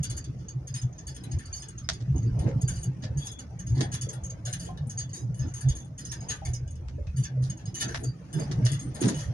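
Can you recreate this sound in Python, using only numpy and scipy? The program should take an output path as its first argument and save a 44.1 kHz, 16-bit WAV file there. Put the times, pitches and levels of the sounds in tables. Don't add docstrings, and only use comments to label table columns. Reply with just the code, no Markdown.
import sys
import numpy as np
from scipy import signal
from scipy.fft import rfft, irfft, next_fast_len
from scipy.io import wavfile
from scipy.ndimage import uniform_filter1d, map_coordinates

SR = 44100
rng = np.random.default_rng(int(sys.argv[2]) if len(sys.argv) > 2 else 0)


def dump_mix(stems):
    frames = np.atleast_2d(stems).T
    limited = np.clip(frames, -1, 1)
    pcm = np.round(limited * 32767).astype(np.int16)
    wavfile.write(sys.argv[1], SR, pcm)


N = 411453
T = np.arange(N) / SR

# t/s, background boom level/dB, shake level/dB, panel drone level/dB
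ROAD = [(0.0, -48.5, -38, -54.5), (0.39, -45.5, -44, -55.5), (1.06, -48, -46, -56.5),
        (1.27, -44, -49, -55.5), (1.56, -52.5, -57, -61), (1.87, -48, -39.5, -58), (2.26, -35.5, -47, -49),
        (3.56, -49.5, -44, -56.5), (3.87, -36.5, -41, -50), (4.16, -47.5, -50.5, -57),
        (4.62, -43.5, -45.5, -58), (5.14, -47, -53, -56.5), (5.56, -42.5, -50, -55.5),
        (5.84, -47, -48.5, -55.5), (7.04, -49.5, -35.5, -58), (7.25, -40.5, -47, -54.5),
        (8.34, -47.5, -49, -56), (8.55, -37.5, -39, -54), (8.83, -49, -43, -50.5),
        (9.33, -41.5, -47, -56.5)]
# t/s, peak level/dB, f/Hz, width/ms about 5 dB down (at least 15)
BUMPS = [(0.009, -21, 146.4, 18), (0.297, -31, 128, 24), (0.385, -32.5, 127, 64), (0.573, -23, 129.4, 31),
         (0.716, -28.5, 131, 10), (0.851, -19.5, 125, 30.5), (1.34, -26.5, 129, 37), (1.379, -23.5, 97, 9),
         (2.025, -26, 116.5, 30), (2.108, -16.5, 132.5, 33), (2.152, -27.5, 139, 11),
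         (2.266, -18, 114.5, 48), (2.398, -32, 127, 13), (2.467, -16, 122, 17.5), (2.571, -19.5, 130, 18),
         (2.644, -15.5, 129.6, 15), (2.787, -29, 130, 20), (2.882, -30.5, 117, 12), (2.997, -34.5, 127, 32),
         (3.059, -24.5, 122, 13), (3.11, -25, 110, 10), (3.183, -20.5, 139, 34), (3.731, -19.5, 114, 60),
         (3.788, -18.5, 131.3, 58), (3.958, -32, 107, 16), (4.826, -24.5, 144, 33), (4.875, -24, 125, 24),
         (5.252, -25.5, 121, 48), (5.416, -22, 128, 35), (5.482, -27, 119, 12), (5.676, -14.5, 131, 40.5),
         (6.509, -28.5, 124.2, 85), (6.633, -27, 125, 26), (7.201, -16.5, 130, 34),
         (7.407, -21, 128.6, 114), (7.687, -28.5, 119, 13), (7.861, -29, 124, 26), (8.086, -22, 125.3, 45),
         (8.369, -21.5, 150.5, 32), (8.417, -30, 150, 38), (8.496, -26.5, 139, 38), (8.587, -17.5, 146, 18),
         (8.653, -14.5, 120.5, 43), (8.727, -22, 139.5, 34), (8.885, -26.5, 131, 44),
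         (9.057, -16.5, 127, 27), (9.168, -28, 145, 49), (9.289, -24, 108, 13.5)]
# start t/s, length/s, level/dB
HEAVES = [(0.828, 0.023, -37), (1.338, 0.048, -36.5), (1.454, 0.13, -34), (2.092, 0.11, -28.5),
          (2.219, 0.047, -34), (2.307, 0.049, -30), (2.385, 0.039, -29.5), (2.468, 0.14, -33.5),
          (2.662, 0.17, -30.5), (3.09, 0.11, -34), (3.68, 0.084, -28), (4.805, 0.041, -33),
          (5.407, 0.087, -34), (5.66, 0.12, -28), (6.463, 0.12, -34), (7.07, 0.025, -29),
          (7.12, 0.069, -35.5), (7.483, 0.038, -31.5), (7.92, 0.11, -29.5), (8.464, 0.064, -33),
          (8.65, 0.073, -37), (9.259, 0.03, -31.5)]
# start t/s, length/s, level/dB
JOLTS = [(2.142, 0.057, -37), (2.358, 0.051, -35.5), (2.416, 0.11, -31), (3.762, 0.099, -33.5),
         (5.422, 0.067, -38.5), (7.826, 0.11, -38.5), (7.999, 0.069, -39), (8.355, 0.1, -31.5),
         (8.486, 0.055, -37.5), (8.567, 0.077, -37), (8.826, 0.18, -44), (9.001, 0.15, -27)]
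# f/Hz, level/dB
BOOM_SPECTRUM = [(30, -68), (70, -40), (100, -3.5), (120, 3), (130, 3.5), (150, -6), (185, -5.5),
                 (230, -84), (500, -130)]
# f/Hz, level/dB
SHAKE_SPECTRUM = [(12, -33), (25, 9), (35, -1.5), (50, 15), (65, 18.5), (90, 19), (115, -45), (300, -130)]
# f/Hz, level/dB
DRONE_SPECTRUM = [(60, -74), (140, -7), (190, 0), (240, -1.5), (330, -4), (400, -12.5), (470, -12),
                  (600, -81), (1500, -130)]
# t/s, peak level/dB, treble against it level/dB, rise/ms, t60/s
KNOCKS = [(1.889, -14, -0.5, 0.42, 0.1), (2, -35.5, 1, 7.5, 0.098), (2.46, -32, -17, 10, 0.23),
          (3.035, -24.5, -1.5, 9.5, 0.086), (3.778, -32, 13, 1, 0.074), (3.807, -17.5, -2.5, 0.44, 0.087),
          (3.936, -20, -1, 12, 0.098), (6.12, -32, 0, 4.7, 0.13), (6.295, -29.5, 5, 8, 0.15),
          (6.878, -36, -6, 8.5, 0.11), (7.067, -40.5, -7, 4.8, 0.13), (7.431, -35.5, 25, 8.9, 0.21),
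          (7.798, -29, 6, 4, 0.15), (7.823, -15, 11, 4, 0.07), (7.944, -19, -9, 0.66, 0.13),
          (8.385, -38, -20, 4.7, 0.57), (8.512, -25, -1, 3.3, 0.092), (8.66, -16, 4, 4.3, 0.072),
          (9.021, -26, -5, 3.6, 0.53), (9.082, -20, -2.5, 3.9, 0.12)]
# f/Hz, level/dB
KNOCK_SPECTRUM = [(300, -29), (650, 1), (1000, -7), (1800, -0.5), (2500, -9)]
# t/s, peak level/dB, f/Hz
THUNKS = [(2.479, -34, 489), (3.033, -41, 554), (3.807, -38.5, 713), (4.068, -41.5, 504),
          (4.472, -42.5, 623), (4.675, -44, 619), (4.689, -40, 850), (6.418, -40, 630), (6.466, -45, 668),
          (6.979, -40.5, 518), (7.368, -41.5, 530), (7.823, -43.5, 720), (8.391, -38.5, 592),
          (8.49, -38, 337), (8.655, -41.5, 584), (8.986, -44, 710), (9.015, -22, 334), (9.09, -31, 311),
          (9.129, -50, 556)]
# t/s, peak of the loudest key level/dB, lower keys against it level/dB,
# thin high keys against it level/dB, rise/ms, nominal t60/ms (at least 40)
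CLINKS = [(0.0287, -34, -7.5, -6, 12.2, 69), (0.097, -37, -7, -8, 5.9, 120),
          (0.1647, -34.5, -10, -4.5, 13.5, 32), (0.2411, -46.5, -3, -15, 1.8, 47),
          (0.3883, -59, -1.5, -13, 1.8, 490), (0.484, -37, -10.5, -14, 3.8, 59),
          (0.671, -40, -8, -8, 4.8, 120), (0.7399, -34.5, -4.5, -3.5, 6.5, 175),
          (0.816, -40, -12, -13, 2, 45), (0.9255, -54, -5, -26, 7, 37), (0.981, -41, -9, -18, 3, 120),
          (1.0676, -38.5, -8, -7, 4.7, 160), (1.143, -47, -2.5, -6, 19, 104),
          (1.2341, -53, 7.5, 7.5, 4, 74), (1.3114, -40, 0.5, -3, 6.6, 91),
          (1.386, -42.5, 0.5, -3, 1.8, 123), (1.4544, -49.5, -7, -6, 7.9, 46),
          (1.5272, -31, -15.5, -9, 3, 360), (1.6193, -40.5, -2.5, -10, 4, 91),
          (1.6832, -41.5, -3, 3, 4.8, 56), (1.7776, -39.5, -8, -14, 7.3, 130), (1.932, -45, -3, -10, 1, 84),
          (2.159, -44, -10, -17, 8.2, 98), (2.1793, -40, -18, -19, 1.8, 41), (2.23, -48, -16, -24, 1, 37),
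          (2.3889, -49, 7, 1, 3.3, 160), (2.48, -55.5, 2, -9, 11, 65), (2.611, -39, -11, -9, 8.5, 54),
          (2.6777, -30.5, -11, -8.5, 4, 250), (2.757, -44, -8, -11, 1.2, 310),
          (2.827, -35.5, -7.5, -2.5, 14, 82), (3.019, -50, 1.5, -16, 17, 100),
          (3.17, -42, -8.5, -7, 15, 550), (3.246, -35, -8, -6, 28.7, 80), (3.312, -42.5, -11, -4, 10, 60),
          (3.386, -41, -5, -1.5, 14, 71), (3.5898, -39.5, -13, -11, 12, 43),
          (3.6647, -41.5, -9, -11.5, 5.9, 340), (3.7433, -56, 3, -5, 24, 940), (3.8048, -39, 0, -8, 3, 140),
          (3.913, -35.5, -5.5, -1.5, 41, 70), (4.0108, -33.5, -12, -7.5, 4.3, 104),
          (4.0872, -33.5, -11.5, -12, 7.2, 100), (4.125, -51.5, -0.5, 3, 11, 120),
          (4.2353, -38.0, -21, -14.5, 4.9, 120), (4.296, -36, -12, -14, 11, 38),
          (4.4517, -36.5, -3.5, -4.5, 5.6, 200), (4.5272, -31, -6.5, -2, 2.7, 87),
          (4.595, -41.5, -7, -2, 7.3, 200), (4.6504, -42.5, -3, -4, 1, 220),
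          (4.773, -55.5, 10.5, -3, 2.3, 41), (4.869, -63, -6, 11.5, 2.3, 80),
          (4.894, -38, -10.5, -8.5, 8.9, 134), (4.972, -31, -13, -13.0, 27.7, 110),
          (5.091, -54, 3, -5, 1.8, 150), (5.1311, -36.5, -15.5, -10, 4.6, 310),
          (5.1684, -39.5, -15, -28, 1, 100), (5.343, -48, -5, 0, 2.7, 330),
          (5.3905, -41.5, -7, -30, 5.6, 150), (5.4653, -49.5, -10, -17, 16, 150.0),
          (5.538, -37.5, -13.5, -8, 2.6, 370), (5.607, -45.5, -4, -0.5, 1, 91),
          (5.685, -35.5, -3.5, -6, 3.5, 135), (5.7501, -40.5, -10.5, -8, 8.4, 220),
          (5.846, -56, -10, 1, 2, 77), (5.9784, -41, -6.5, -7, 6, 220), (6.049, -36.5, -10.5, -7, 3.5, 240),
          (6.113, -33, -5.5, -5.5, 6.2, 140), (6.2054, -42, -9, -15.5, 3.3, 180),
          (6.2847, -32, -7.5, -9.5, 14, 213), (6.45, -39.5, -4.5, -3.5, 2.5, 160),
          (6.5327, -37, -14, -10.5, 7.1, 120), (6.676, -50, -9, -15, 2.3, 40),
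          (6.704, -49, -13.5, -6, 8, 67), (6.754, -57.5, 5.5, -3.5, 2.3, 53),
          (7.162, -41.5, -6, -1.5, 9.2, 330), (7.2356, -37, -2, -15, 5, 99),
          (7.4198, -53, 0.5, -0.5, 6.6, 510), (7.498, -34.5, -6.5, -7, 6.1, 43),
          (7.571, -50, -2, -9, 4, 220), (7.6548, -43, -4.5, -10.5, 4.3, 150),
          (7.7427, -35.5, -7.5, -9, 3.9, 230), (7.7951, -28.5, -4.5, -7, 33, 85),
          (7.8782, -37.5, -1, -8, 13, 250), (7.9423, -56, 2, 4, 1.6, 570),
          (8.0317, -37.5, -13, -8.5, 7.1, 150), (8.328, -43.5, -1, 1, 2.2, 200),
          (8.395, -38, -4.5, -2.5, 2.3, 210), (8.515, -50, 4, -7, 1, 130.0),
          (8.65, -36, 0.5, -0.5, 1.9, 230), (8.7157, -39, -2.5, -2, 2.5, 140),
          (8.7918, -39.5, -4.5, -3, 1.9, 210), (8.9403, -42.5, -0.5, -1, 13, 350),
          (9.0038, -34, -6.5, -6.5, 8.2, 230), (9.076, -34, -13.5, -5.5, 9.3, 150),
          (9.1424, -38.5, -4.5, -6.5, 4.9, 1100), (9.188, -41, 1, -7.5, 5.6, 100)]
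CLINK_HZ = [5200, 6500, 8000]
# f/Hz, level/dB, t60/s
KEY_MODES = [(2952, -79, 0.62), (3447, -76, 0.17), (4632, -73.5, 0.3), (5040, -74, 0.16),
             (5770, -72.5, 0.063), (6497, -63.5, 0.13), (6528, -58.5, 0.12), (7460, -80, 0.059),
             (7650, -63.5, 0.015), (8784, -72, 0.34), (9500, -65.5, 0.039), (14976, -93.5, .08)]
# f/Hz, level/dB
JANGLE_SPECTRUM = [(600, -17.5), (1100, -13), (1700, 2), (2300, -12), (3000, -7), (4000, -6.5),
                   (5300, -12.5), (6450, 7), (7300, -9), (8150, -35), (8700, -7), (10200, -7),
                   (11400, -17.5), (12300, -40), (14000, -39), (15000, -37), (16000, -51.5)]
# start t/s, length/s, peak level/dB, f/Hz
CHIMES = [(0.034, 0.18, -50, 4640), (0.039, 0.098, -61, 5130), (0.487, 0.035, -53, 4610),
          (0.69, 0.05, -62, 5000), (0.747, 0.054, -48, 8767), (0.767, 0.045, -47, 5065),
          (1.074, 0.045, -50, 4570), (1.08, 0.05, -54, 5060), (1.147, 0.067, -56, 5100),
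          (1.448, 0.036, -52, 4590), (1.526, 0.059, -44, 4620), (1.556, 0.11, -52, 5010),
          (1.594, 0.041, -57, 8700), (1.676, 0.021, -64, 3410), (1.842, 0.012, -39.5, 5060),
          (2.197, 0.04, -61, 4630), (2.26, 0.023, -57, 4690), (2.395, 0.038, -58, 4650),
          (2.621, 0.25, -55.5, 4660), (2.689, 0.052, -51, 8773), (2.786, 0.042, -50, 8759),
          (3.178, 0.073, -57, 4630), (3.197, 0.2, -47, 3430), (3.264, 0.051, -52, 5061),
          (3.794, 0.069, -50, 8763), (3.955, 0.25, -61, 3400), (4.012, 0.026, -44, 4630),
          (4.093, 0.041, -57, 5060), (4.446, 0.18, -56.5, 8760), (4.458, 0.1, -56, 5100),
          (4.592, 0.023, -48, 4640), (4.969, 0.056, -51, 4730), (4.996, 0.065, -55, 3430),
          (5.137, 0.043, -52, 4660), (5.153, 0.09, -59, 5030), (5.381, 0.084, -57, 5060),
          (5.65, 0.21, -58, 3465), (5.99, 0.27, -56.5, 4980), (6.093, 0.038, -39, 5650),
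          (6.447, 0.037, -48, 4620), (6.542, 0.031, -46, 5040), (7.066, 0.04, -58.5, 2600),
          (7.16, 0.027, -46, 4650), (7.222, 0.061, -52, 4675), (7.66, 0.046, -53, 5080),
          (8.039, 0.091, -51.5, 4675), (8.328, 0.13, -51.5, 5050), (8.336, 0.1, -54, 3450),
          (8.402, 0.043, -50, 4670), (8.664, 0.1, -45, 3460), (8.812, 0.086, -55, 8761),
          (9.046, 0.034, -43, 8800), (9.195, 0.036, -57, 3410)]
# f/Hz, t60/s
CABIN = [(500, 0.32), (4000, 0.15), (12000, 0.032)]
# t/s, crunch level/dB, hiss level/dB
GRAVEL = [(0.0, -64, -59), (0.72, -64, -65), (1.48, -65, -56.5), (1.92, -67.5, -61.5), (2.39, -58.5, -57.5),
          (2.96, -63.5, -61), (3.66, -66, -62), (3.84, -61, -59.5), (5.38, -65.5, -64), (5.56, -63, -56.5),
          (5.92, -65.5, -66.5), (6.31, -60.5, -54.5), (6.62, -66.5, -63.5), (7.95, -64.5, -64.5),
          (8.26, -65, -59), (8.58, -60, -52.5), (8.78, -62, -55.5), (9.33, -57, -55.5)]
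# f/Hz, level/dB
CRUNCH_SPECTRUM = [(150, -75), (350, -7), (500, 7), (650, 3), (850, 2), (1100, -6), (1500, -22.5),
                   (4000, -130)]
# f/Hz, level/dB
HISS_SPECTRUM = [(530, -29), (900, -30), (1120, -0.5), (1260, 0.5), (2600, -6), (3110, -9), (3890, -12.5),
                 (6000, -7), (6670, -8), (7740, -29.5), (8150, -28), (8700, -17.5), (11300, -32),
                 (14700, -63), (22000, -120)]
# f/Hz, correlation
ALIKE = [(60, 0.98), (110, 0.99), (190, 0.97), (340, 0.54), (610, 0.48), (1080, -0.23), (1920, 0.28),
         (3430, -0.27), (6110, 0.057), (10900, 0.47)]
# f/Hz, left minus right level/dB
PORTS = [(130, -.5), (300, -2.5), (700, 1), (1800, 4), (3300, 3.5), (4700, -3), (5800, -7.5), (6500, -1),
         (7400, 14.5), (8000, 27), (8500, 18), (10000, 32), (11500, 31), (13000, 10), (15500, 6)]

CONTACTS, SPREAD_DB = 500, 6.5
HOLD_MS, STOP_DB_PER_MS = 63, 0.2
GLINT_DB = 5.5
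BODY_HZ, BODY_RISE_S = 4350, 0.004
RING_DB, ROUND = 77.5, 0.3
THIN_HZ, JOIN_S = 7800, 0.008
CHIME_RISE_S, CHIME_FADE_DB, CHIME_STOP_S = 0.008, 9, 0.004
GRAZES, FLICKER_DB, SLIP_RAD = 110, 4, 1.6
LAG_S = 0.0004182
TOP_HZ = 15800


def road():
    boom_db, shake_db, drone_db = curves(ROAD)
    lumps, force = np.zeros(N + SR), np.zeros(N + SR)
    t = np.arange(-SR // 5, SR // 5) / SR
    phases = 2 * np.pi * rng.random(len(BUMPS))
    for (s, db, hz, width_ms), phase in zip(BUMPS, phases):
        swell = amp(db - 20.7 * (1000 * t / max(width_ms, 15)) ** 2)
        lumps[round(s * SR):][:len(t)] += swell * np.sin(2 * np.pi * hz * t + phase)
        force[round(s * SR):][:len(t)] += swell
    lumps = lumps[SR // 5:][:N]
    force = force[SR // 5:][:N] + amp(boom_db + 6)
    follow = force / smooth(force, 0.39)
    lean = amp(1.03 * wobble(9.7) * np.array([[1], [-1]]))
    boom_noise = rush(BOOM_SPECTRUM, grit_db=2.5, patchy_db=-5.0, steady=0.1, hold_s=0.01)
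    boom = lean * lumps + amp(boom_db + 6.5) * boom_noise
    heave = swells(shake_db + 1 + 1.1 * wobble(5.5), HEAVES, spread_db=33)
    shake_noise = rush(SHAKE_SPECTRUM, grit_db=6.0, patchy_db=-0.5, steady=0.039, hold_s=0.018)
    shake = heave * follow ** 0.23 * shake_noise
    rattle = swells(drone_db + 5.5 + 1.7 * wobble(9.6), JOLTS, spread_db=46)
    drone_noise = rush(DRONE_SPECTRUM, grit_db=0.5, patchy_db=4.5, steady=0.28, hold_s=0.045)
    return boom + shake + rattle * follow ** 0.3 * drone_noise


def knocks():
    out, t = np.zeros((2, N + SR)), np.arange(SR // 4) / SR
    for s, db, treble_db, rise_ms, t60 in KNOCKS:
        treble = [(3500, treble_db - 0.5), (6200, treble_db - 0.5), (8000, treble_db - 17.5),
                  (11000, treble_db - 33.0), (13000, -63)]
        colour = [(100, -65)] + KNOCK_SPECTRUM + treble
        grit = np.repeat(amp(4 * rng.standard_normal(len(t) // 63)), 63)
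        noise = grit * rng.standard_normal((2, len(t)))
        burst = unit(filtered(noise, lambda hz: amp(along(colour, hz))))
        front = 1 - np.exp(-1000 * t / max(rise_ms, 0.3))
        out[:, round(s * SR):][:, :len(t)] += amp(db - 9.0 - 60 * t / max(t60, 0.03)) * front * burst
    return out[:, :N]


def thunks():
    out, t = np.zeros((2, N + SR)), np.arange(SR // 4) / SR
    for s, db, hz in THUNKS:
        detune = 1 + 0.14 * rng.standard_normal((4, 1, 1))
        phase = rng.standard_normal((2, 4, 2, 1))
        side_db = 1.5 * rng.standard_normal((2, 1))
        start = 2 * phase[0, :, :1] + (hz / 520) ** 2 * phase[1]
        note = np.sum(np.sin(2 * np.pi * hz * detune * t + start), axis=0)
        swell = amp(db - 3.5 - 60 * t / 0.21) * (1 - np.exp(-t / 0.0014)) ** 2
        out[:, round(s * SR):][:, :len(t)] += amp(side_db) * swell * note
    return out[:, :N]


def keys():
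    s, peak_db, low_db, high_db, rise_ms, t60_ms = np.transpose(CLINKS)[:, :, None]
    colour = np.hstack([low_db - np.median(low_db), 0 * s, high_db - np.median(high_db)])
    tilt = lambda hz: np.array([np.interp(np.log(hz), np.log(CLINK_HZ), c) for c in colour])
    t = np.arange(SR // 6) / SR
    rise_ms = np.maximum(rise_ms, 0.5)
    late_ms = 1000 * t - rise_ms
    stop = amp(-STOP_DB_PER_MS * np.maximum(late_ms - HOLD_MS, 0))
    settle = amp(-60 * np.maximum(late_ms, 0) / np.maximum(t60_ms, 40)) * stop

    draw = rng.standard_normal((len(s), 3, len(t)))
    touch = draw[:, 0] * (rng.random((len(s), len(t))) < CONTACTS / SR)
    touch[:, 0] = 1.31
    force = touch * amp(-60 * np.maximum(late_ms, 0) / 40)

    hz, db, t60 = np.transpose(KEY_MODES)[:, :, None]
    modes = amp(db - 60 * t / t60) * (1 - np.exp(-t / 0.00091)) * np.sin(2 * np.pi * hz * t)
    grid = np.fft.rfftfreq(len(t), 1 / SR) + 1
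    reach = np.abs(rfft(force)) ** 2 @ np.exp(-((grid[:, None] - hz.T) / 60) ** 2)
    chance_db = SPREAD_DB * np.tanh(draw[:, 1, :len(hz)])
    struck = amp(tilt(hz[:, 0]) + chance_db) / np.sqrt(reach)
    ring = signal.fftconvolve(force, struck @ modes, axes=1)[:, :len(t)] * settle ** 0.79

    z = signal.stft(draw[:, 2], nperseg=512)[2]
    glints = uniform_filter1d(rng.standard_normal(z.shape), size=2, axis=1)
    glints = uniform_filter1d(glints, size=4, axis=2)
    shimmer = signal.istft(z * amp(GLINT_DB * unit(glints)), nperseg=512)[1][:, :len(t)]
    peaks = np.repeat(draw[:, 1, -len(grid) // 8 - 1:], 8, axis=1)[:, :len(grid)]
    peaks_db = 4 * np.minimum(grid / 3500, 1) * peaks
    dense = rfft(shimmer) * amp(along(JANGLE_SPECTRUM, grid) + 1.19 * tilt(grid) + peaks_db)

    low = 1 / (1 + (grid / BODY_HZ) ** 4)
    thin, main = grid > THIN_HZ, grid >= CLINK_HZ[1] - 500
    join_s = JOIN_S * rng.exponential(size=(3, len(s), 1)) + 0.001
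    parts = [(low, BODY_RISE_S + join_s[0]), ((1 - low) * ~main, join_s[2]),
             ((1 - low) * ~thin * main, 0.0015), ((1 - low) * thin, join_s[1])]
    jangle = sum(irfft(dense * band, len(t)) * (1 - np.exp(-2 * t / rise_s)) ** 2
                 for band, rise_s in parts)
    grain = uniform_filter1d(np.abs(touch), size=130) * 130 + 0.69
    front = 1 - np.exp(-1000 * t / (ROUND * rise_ms))
    clink = front * (amp(RING_DB) * ring + jangle * grain ** 0.81 * settle ** 0.99)

    loudest = irfft(rfft(clink) * (np.abs(grid - CLINK_HZ[1]) < 450), len(t))
    peak_power = 2 * uniform_filter1d(loudest ** 2, size=300).max(axis=1, keepdims=True)
    clink = clink * amp(peak_db - 2.5) / np.sqrt(peak_power)
    spots = np.minimum((s * SR).astype(int) + np.arange(len(t)), N)
    return np.bincount(spots.ravel(), clink.ravel(), N + 1)[:N]


def chimes():
    out, t = np.zeros(N + SR), np.arange(SR // 3) / SR
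    for (s, length, db, hz), knots in zip(CHIMES, rng.standard_normal((len(CHIMES), 2, 40))):
        flicker, slip = (map_coordinates(k, [t * GRAZES]) for k in knots)
        shape = (1 - np.exp(-t / CHIME_RISE_S)) * np.exp(-np.maximum(t - length, 0) / CHIME_STOP_S)
        level = amp(db + 1.5 - CHIME_FADE_DB * t / length + FLICKER_DB * flicker)
        out[round(s * SR):][:len(t)] += level * shape * np.sin(2 * np.pi * hz * t + SLIP_RAD * slip)
    return out[:N]


def cabin(x, count=3):
    hz, t, z = signal.stft(rng.standard_normal((count, 2, SR // 6)), SR, nperseg=256)
    tail = signal.istft(z * amp(-60 * t / along(CABIN, hz)[:, None]), SR, nperseg=256)[1]
    turn = (T / 0.21 - np.arange(count)[:, None]) % count
    place = np.cos(np.pi / 2 * np.clip(np.abs(turn - 1), 0, 1)) ** 2
    late = np.pad(place * x, ((0, 0), (120, 0)))[:, None]
    wet = signal.oaconvolve(late, tail / np.linalg.norm(tail[0, 0]), axes=2)
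    return wet.sum(axis=0)[:, :N]


def gravel():
    crunch_db, hiss_db = curves(GRAVEL)
    grinds = [(s, length, db - 14.5) for s, length, db in JOLTS]
    crunch = swells(crunch_db + 5 + 2.0 * wobble(7), grinds, spread_db=18.6)
    crunch = crunch * rush(CRUNCH_SPECTRUM, grit_db=1.0, patchy_db=4)
    return crunch + amp(hiss_db - 3.0) * rush(HISS_SPECTRUM, grit_db=1.5, patchy_db=4.5)


def rush(spectrum, grit_db, patchy_db, steady=0., hold_s=0.075):
    grit = np.repeat(amp(grit_db * rng.standard_normal(N // 128 + 1)), 128)[:N]
    z = signal.stft(grit * rng.standard_normal((2, N)), nperseg=1024)[2]
    patches = uniform_filter1d(rng.standard_normal(z.shape[1:]), size=3, axis=0)
    patches = uniform_filter1d(patches, size=4, axis=1)
    noise = signal.istft(z * amp(patchy_db * unit(patches)), nperseg=1024)[1][:, :N]

    def mid_side(hz):
        angle = np.arccos(np.clip(along(ALIKE, hz), -1, 1)) / 2
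        return amp(along(spectrum, hz)) * (hz > 10) * [np.cos(angle), np.sin(angle)]

    mid, side = filtered(noise, mid_side)
    pair = unit(np.array([mid + side, mid - side]))
    swell = np.abs(smooth(np.mean(pair ** 2, axis=0), hold_s)) + 0.11
    return unit(pair * swell ** (-steady / 2))


def swells(background_db, rows, spread_db):
    power = amp(background_db) ** 2
    for s, length, db in rows:
        near = slice(max(round((s - length) * SR), 0), round((s + 2 * length) * SR))
        power[near] += amp(db - spread_db * ((T[near] - s) / length - 0.5) ** 2) ** 2
    return np.sqrt(power)


def wobble(rate):
    return map_coordinates(rng.standard_normal(int(N * rate / SR) + 4), [T * rate])


def smooth(x, s):
    return uniform_filter1d(uniform_filter1d(x, round(s * SR)), round(s * SR))


def curves(rows):
    s, *cols = np.transpose(rows)
    return [np.interp(T, s, c) for c in cols]


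def along(points, hz):
    f, v = np.transpose(points)
    return np.interp(np.log(hz + 1), np.log(f + 1), v)


def filtered(x, response):
    m = next_fast_len(x.shape[-1] + 8192)
    return irfft(rfft(x, m) * response(np.fft.rfftfreq(m, 1 / SR)), m)[..., :x.shape[-1]]


def unit(x):
    return x / np.sqrt(np.mean(x ** 2) + 1e-20)


def amp(db):
    return 10 ** (np.asarray(db) / 20)


def scene():
    ring, notes = keys(), chimes()
    lag = lambda hz: np.exp(-1j * np.pi * hz * LAG_S * np.array([[1], [-1]]))
    direct = filtered(ring + amp(-1.5) * notes, lag)
    body = road() + gravel() + thunks() + knocks()
    return body + amp(2.5) * direct + amp(3.0) * cabin(ring + amp(-8) * notes)


def record(dry):
    share = lambda hz: 2 / (1 + amp(along(PORTS, hz) * np.array([[-1], [1]])))
    margin = SR // 20
    padded = np.pad(dry, ((0, 0), (margin, margin)), "reflect")
    heard = filtered(padded, share)[:, margin:][:, :N]
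    heard = heard + amp(-86) * rng.standard_normal((2, N))
    return filtered(heard, lambda hz: hz < TOP_HZ)


dry = scene()
out = record(dry)
dump_mix(out)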